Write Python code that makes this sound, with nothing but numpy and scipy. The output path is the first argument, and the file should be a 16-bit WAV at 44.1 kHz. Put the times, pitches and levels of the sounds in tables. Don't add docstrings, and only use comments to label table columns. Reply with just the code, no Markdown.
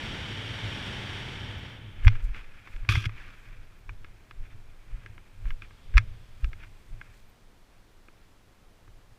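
import sys
import numpy as np
from scipy import signal
from scipy.fft import rfft, irfft, next_fast_len
from scipy.io import wavfile
from scipy.ndimage import uniform_filter1d, minimum_filter1d

SR = 44100
rng = np.random.default_rng(int(sys.argv[2]) if len(sys.argv) > 2 else 0)


def int16_out(signal):
    q = np.round(np.clip(np.atleast_2d(signal).T, -1, 1) * 32767)
    wavfile.write(sys.argv[1], SR, q.astype(np.int16))


N = 404838
TIME = np.arange(N) / SR
TOUCHDOWN_S, UPRIGHT_S, HANDS_REST_S = 2.05, 3.52, 7.17
MOUNT_HZ, MOUNT_WIDTH_HZ = 105.6, 14.8

# time in seconds, level in dB.
AIRFLOW = [(0.0, -38), (0.35, -39.5), (0.75, -38), (1.2, -39.5), (1.48, -42.5), (1.7, -46), (1.8, -51.5),
           (2.0, -56.5)]
# frequency in Hz, relative density in dB.
RUSH_SPECTRUM = [(200, 4.5), (400, -1.5), (600, -5.5), (1150, -7), (1500, -3), (2700, -5.5), (3500, -2.5),
                 (4100, -13.5), (5200, -19.5), (6300, -23.5), (8700, -27.5), (10000, -33), (15000, -45)]
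# frequency in Hz, relative density in dB.
BUFFET_SPECTRUM = [(20, -4.5), (40, 0.5), (70, 0.5), (105, 6.5), (150, -2), (200, -10), (300, -16.5),
                   (500, -25), (1000, -44)]
# frequency in Hz, width in Hz, gain in dB.
CAVITIES = [(893, 70, -2.5), (1740, 260, -9.5), (2254, 310, -3.5), (3080, 330, -1), (4660, 170, -1),
            (5550, 170, 6.5)]

def wind(buffet_db=-39.5, flutter_db=0.47, lumps_db=2.1, dull_hz=3700):
    airflow = from_db(np.interp(TIME, *np.transpose(AIRFLOW)))
    flying = held(-1.2, TOUCHDOWN_S, 1, .15)
    rush = airflow * flying
    buffet = from_db(buffet_db) * np.sqrt(airflow / airflow.max()) * flying
    eddies = np.array([coloured(rng.standard_normal(N), RUSH_SPECTRUM) for _ in range(2)])
    whistles = sum(from_db(db) * resonance(eddies, hz, width) for hz, width, db in CAVITIES)
    fast, slow = rms_one(eddies + whistles)
    slow = signal.sosfilt(signal.butter(4, dull_hz, fs=SR, output="sos"), slow)
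    slowness = np.clip(1.14 * (1 - rush / rush.max()) ** 1.6, 0, 1)
    air = np.sqrt(1 - slowness) * fast + np.sqrt(slowness) * slow
    shake = rms_one(on_mount(coloured(rng.standard_normal(N), BUFFET_SPECTRUM), ring_db=-13))
    return rush * air * from_db(flutter_db * drift(35)) + buffet * shake * from_db(lumps_db * drift(20))


# centre in seconds, strength in dB, swing frequency in Hz.
JOLTS = [(2.066, -7.5, 28), (2.07, -4, 69), (2.144, -18, 14), (2.248, -17.5, 31.5), (2.306, -21, 30),
         (2.76, -29, 25), (2.822, -26.5, 27), (2.896, -15.5, 92), (2.915, -23, 67), (2.951, -19, 67),
         (2.977, -16, 91), (3.069, -22, 100), (3.52, -33.5, 23), (3.906, -30.5, 30), (4.010, -37, 7.4),
         (4.412, -28, 19.5), (4.55, -41, 95), (4.564, -34.5, 12.6), (4.63, -43, 14), (4.945, -26, 34),
         (5.1, -41.5, 71), (5.466, -20, 32.4), (5.520, -24, 17), (5.966, -5, 41.4), (6.444, -17.5, 45),
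         (6.481, -25, 37), (6.929, -32, 30), (8.885, -54, 100), (9.12, -61, 110)]

def jolts(push_db=0.5, shortness=3.37, heel_db=-29):
    pushes, heels = np.zeros(N), np.zeros(N)
    for centre, db, hz in JOLTS:
        near = abs(TIME - centre) < 2 / hz
        turns = (TIME[near] - centre) * hz
        pushes[near] -= from_db(db + push_db) * np.sin(2 * np.pi * turns) * np.exp(-shortness * turns ** 2)
        heels[round(centre * SR)] = from_db(heel_db + db / 2)
    return on_mount(pushes, ring_db=1.5) - signal.fftconvolve(heels, bob(rise_s=0.0037))[:N]


# frequency in Hz, relative density in dB.
SWAY_SPECTRUM = [(12, 2.5), (22, 2.5), (40, -8.5), (70, -14), (110, -16.5), (160, -29.5), (300, -43.5),
                 (600, -43.5)]

def sway(sway_db=-30, standing_db=-56, lean_db_per_s=114.5, settle_db_per_s=42.5):
    t = np.arange(0, N / SR, .005)
    swings_db = [sway_db + 0.37 * db - np.maximum(lean_db_per_s * (s - t), settle_db_per_s * (t - s))
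                 for s, db, _ in JOLTS]
    level = np.hypot(from_db(np.max(swings_db, axis=0)), from_db(standing_db))
    rumble = rms_one(on_mount(coloured(rng.standard_normal(N), SWAY_SPECTRUM), ring_db=1.5))
    return np.interp(TIME, t, level) * rumble


# frequency in Hz, width in Hz, gain in dB.
CASE_MODES = [(480, 350, -28.5), (970, 270, -7), (1290, 197, 1), (1430, 102, 1.5), (1618, 112, 4),
              (2126, 130, 5.5), (2456, 234, 2.5), (2920, 220, -2.5), (3394, 180, -6.5), (4300, 180, -14.5),
              (4500, 180, -15.5), (5410, 410, -11.5), (5730, 260, -13), (8350, 1200, -41.5)]
# start in seconds, ring level in dB, tilt in dB per octave.
KNOCKS = [(2.048, -27, -6), (2.0697, -15, -1.5), (2.0793, -8, 0), (2.154, -35, -3), (2.3455, -31.5, -3),
          (2.6728, -36.5, -8), (2.7626, -37, 2), (2.8482, -39.5, -12), (2.8897, -10, 1.5), (2.923, -30, -6),
          (2.9542, -15, 0), (3.0408, -26, 2), (3.056, -21.5, 4), (3.0934, -33.5, 0), (3.8924, -29.5, -3.5),
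          (4.0454, -35.5, -2.5), (4.31, -34, -2.5), (5.061, -33, -1.5), (5.1788, -40.5, -6),
          (5.4546, -41, -4), (5.505, -30, -2), (5.6204, -32.5, -2.5), (5.7079, -43, -7), (5.9398, -38, -2),
          (5.9707, -13, 0.5), (5.9793, -6.5, -1), (6.444, -28, 2), (6.5309, -33, 1.5), (6.6347, -38.5, -3),
          (7.013, -31, -4), (8.084, -44, -3), (8.8782, -50, -14)]

def knocks(chatter_s=.003, shell_s=0.014, soft_hz=4200, hard_hz=7000, vary_db=1.87, thud_hz=340):
    out, t = np.zeros(N + SR), np.arange(SR // 5) / SR
    hardest_db = max(db for _, db, _ in KNOCKS)
    thud = from_db(-44) * np.sin(2 * np.pi * thud_hz * t) * np.exp(-t / 0.0048)
    dying = np.exp(-t / chatter_s) + from_db(-23) * np.exp(-t / shell_s)
    for s, db, tilt in KNOCKS:
        hardness = from_db(db - hardest_db)
        contact = (t == 0) + 0.075 * rng.standard_normal(len(t)) * dying
        edge_hz = soft_hz + hardness * (hard_hz - soft_hz)
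        contact = signal.sosfilt(signal.butter(2, [450, edge_hz], "band", fs=SR, output="sos"), contact)
        ring = from_db(-29) * contact
        for k, (hz, width, mode_db) in enumerate(CASE_MODES):
            strength = from_db(mode_db + tilt * np.log2(hz / 2000) + vary_db * rng.normal())
            ring += (-1) ** k * strength * resonance(contact, hz, width)
        ring /= abs(ring).max()
        kick = hardness * from_db(-11) * bob(rise_s=0.0067)
        start = round(s * SR)
        out[start:start + len(t)] += from_db(db) * (ring - kick) + hardness ** 0.236 * thud
    return out[:N]


# start in seconds, length in seconds, opening level in dB.
STRAP_JERKS = [(2.8905, 0.039, -28), (2.935, 0.039, -35), (2.978, 0.074, -40.5), (3.051, 0.012, -39.5)]
# frequency in Hz, relative density in dB.
WEBBING_SPECTRUM = [(200, 0.5), (350, 1), (500, -18), (750, -21), (1100, 0), (1900, -3), (2450, 2.5),
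                    (3400, 3), (3900, -7), (5600, -7.5), (7000, -18.5), (11500, -23.5), (15000, -30)]

def strap(catch_db=-23, catch_hz=1200, catch_t60_s=0.034, sag_db_per_s=58):
    since = np.maximum(TIME - STRAP_JERKS[0][0], 0)
    twang_db = catch_db - np.minimum(60 * since / catch_t60_s, 200)
    twang = from_db(twang_db) * np.sin(2 * np.pi * catch_hz * since)
    drag = np.zeros(N)
    for start, length, db in STRAP_JERKS:
        sag_db = sag_db_per_s * np.clip(TIME - start, 0, length)
        drag += from_db(db - sag_db) * held(start, start + length, 0.0018, 0.0042)
    rasp = coloured(slips(per_s=3500, spread_db=1.5) * from_db(drift(92)), WEBBING_SPECTRUM)
    ring = sum((-1) ** k * from_db(db) * resonance(rasp, hz, width)
               for k, (hz, width, db) in enumerate(CASE_MODES))
    return twang + drag * rms_one(rasp + ring)


# centre in seconds, level in dB, half-width in seconds.
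RUBS = [(2.1, -50.5, 0.17), (2.38, -47, 0.062), (2.67, -53, .025), (2.733, -54, 0.018),
        (3.192, -54.5, 0.048), (3.25, -54, 0.22), (3.455, -59, 0.014), (4.455, -60, 0.032),
        (4.52, -57.5, 0.027), (5.0, -61.5, 0.21), (5.48, -55.5, .048), (5.64, -54.5, .03),
        (5.958, -46, 0.015), (6.03, -64.5, .2), (6.435, -60, 0.049), (6.625, -54, .06), (7.06, -62, 0.11),
        (7.75, -72, .06), (8.2, -69.5, .1)]
# frequency in Hz, relative density in dB.
CLOTH_SPECTRUM = [(200, -3.5), (600, -14.5), (950, -10.5), (1250, -3), (1700, -0.5), (1950, -3),
                  (2400, 1.5), (2900, -9), (3400, -9.5), (4000, -18), (5600, -23), (7000, -30),
                  (14000, -41)]

def rustle(running_db=-58.5, handling_db=-68, patchy_db=1.5):
    running = from_db(running_db) * held(TOUCHDOWN_S, UPRIGHT_S, .03, 0.17)
    handling = from_db(handling_db) * held(UPRIGHT_S, HANDS_REST_S, .03, 0.17)
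    fibres = slips(per_s=7000, spread_db=2.5) * from_db(patchy_db * drift(34))
    return np.hypot(np.hypot(running, handling), strokes(RUBS)) * coloured(fibres, CLOTH_SPECTRUM)


# centre in seconds, level in dB, half-width in seconds.
SWISHES = [(2.053, -56, 0.015), (2.25, -64.5, 0.04), (2.74, -71, 0.079), (3.4, -75, .14), (5.48, -72, 0.12),
           (6.45, -74, 0.07), (6.75, -76.5, 0.94), (7.17, -72, .06)]
# frequency in Hz, relative density in dB.
SWISH_SPECTRUM = [(3000, -4.5), (6000, -5.5), (8300, -5), (10000, -12.5), (14000, -10.5)]

def swishes():
    return strokes(SWISHES) * coloured(slips(per_s=4000, spread_db=5.5), SWISH_SPECTRUM)


# frequency in Hz, relative density in dB.
NYLON_SPECTRUM = [(1000, -6), (2500, -7.5), (3400, 0), (4000, -9), (4800, -8), (6000, -18), (14000, -31)]

def canopy(start_s=5.32, length_s=0.89, level_db=-67.5):
    sinking = held(start_s, start_s + length_s, 0.4, .55)
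    return from_db(level_db) * sinking * coloured(slips(per_s=6000, spread_db=-0.5), NYLON_SPECTRUM)


# frequency in Hz, relative density in dB.
FIELD_SPECTRUM = [(94, -27), (160, 1.5), (262, -2.5), (329, -3), (520, -6), (760, -7.5), (991, -8.5),
                  (1860, -12), (2510, -14.5), (3220, -15.5), (15000, -29.5)]

def field(level_db=-63):
    return from_db(level_db) * coloured(rng.standard_normal(N), FIELD_SPECTRUM)


# centre in seconds, level in dB, half-width in seconds.
CHIRPS = [(1.585, -73.5, .02), (3.795, -77, .02), (5.51, -72, .02), (7.295, -73, .02)]

def insects(chirp_hz=13750, trill_hz=8340, trill_db=-87):
    chirp, trill = (rms_one(resonance(resonance(rng.standard_normal(N), hz, width), hz, width))
                    for hz, width in ((chirp_hz, 250), (trill_hz, 600)))
    return strokes(CHIRPS) * chirp + from_db(trill_db) * held(4.7, 7.3, .05, .05) * trill


def on_mount(x, ring_db):
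    return x + from_db(ring_db) * resonance(x, MOUNT_HZ, MOUNT_WIDTH_HZ)


def bob(rise_s):
    t = np.arange(SR // 5) / SR
    swing = np.sin(2 * np.pi * MOUNT_HZ * t) * np.exp(-np.pi * MOUNT_WIDTH_HZ * t)
    return swing * (1 - np.exp(-t / rise_s))


def slips(per_s, spread_db):
    clicks = (rng.random(N) < per_s / SR) * rng.choice([-1, 1], N)
    return clicks * from_db(spread_db * np.minimum(rng.exponential(1, N), 4))


def strokes(rows):
    gain = np.zeros(N)
    for centre, db, half_width in rows:
        near = slice(*np.searchsorted(TIME, [centre - 2 * half_width, centre + 2 * half_width]))
        gain[near] += from_db(db) * np.exp(-2 * ((TIME[near] - centre) / half_width) ** 2)
    return gain


def held(start, end, attack, release):
    return np.clip((TIME - start) / attack, 0, 1) * np.exp(-np.clip((TIME - end) / release, 0, 20))


def drift(rate_hz):
    lowpass = signal.butter(2, rate_hz, fs=SR / 40, output="sos")
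    slow = signal.sosfilt(lowpass, rng.standard_normal(N // 40 + 2002))[2000:]
    return np.interp(np.arange(N) / 40, np.arange(len(slow)), rms_one(slow))


def resonance(x, hz, width_hz):
    r = np.exp(-np.pi * width_hz / SR)
    feedback = [1, -2 * r * np.cos(2 * np.pi * hz / SR), r * r]
    return signal.lfilter(np.array([1, 0, -1]) * (1 - r * r) / 2, feedback, x + 1e-18)


def coloured(x, spectrum):
    hz, db = np.transpose(spectrum)
    size = next_fast_len(N)
    f = np.arange(size // 2 + 1) * SR / size + 1e-3
    ends = np.minimum(f / hz[0], 1) ** 2 * np.minimum(hz[-1] / f, 1) ** 2
    shape = from_db(np.interp(np.log(f), np.log(hz), db))
    return rms_one(irfft(rfft(x, size) * ends * shape, size)[:N])


def from_db(db):
    return 10 ** (np.asarray(db) / 20)


def rms_one(x):
    return x / np.sqrt(np.mean(x ** 2) + 1e-20)


def scene():
    close = wind() + jolts() + sway() + knocks() + strap() + rustle()
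    return (close + swishes() + canopy() + field() + insects())[None]


def record(dry):
    reach = int(0.01 * SR)
    gain = uniform_filter1d(minimum_filter1d(1 / np.maximum(abs(dry), 1), 2 * reach), reach)
    return signal.sosfilt(signal.ellip(10, .1, 80, 15400, fs=SR, output="sos"), dry * gain)


dry = scene()
out = record(dry)
int16_out(out)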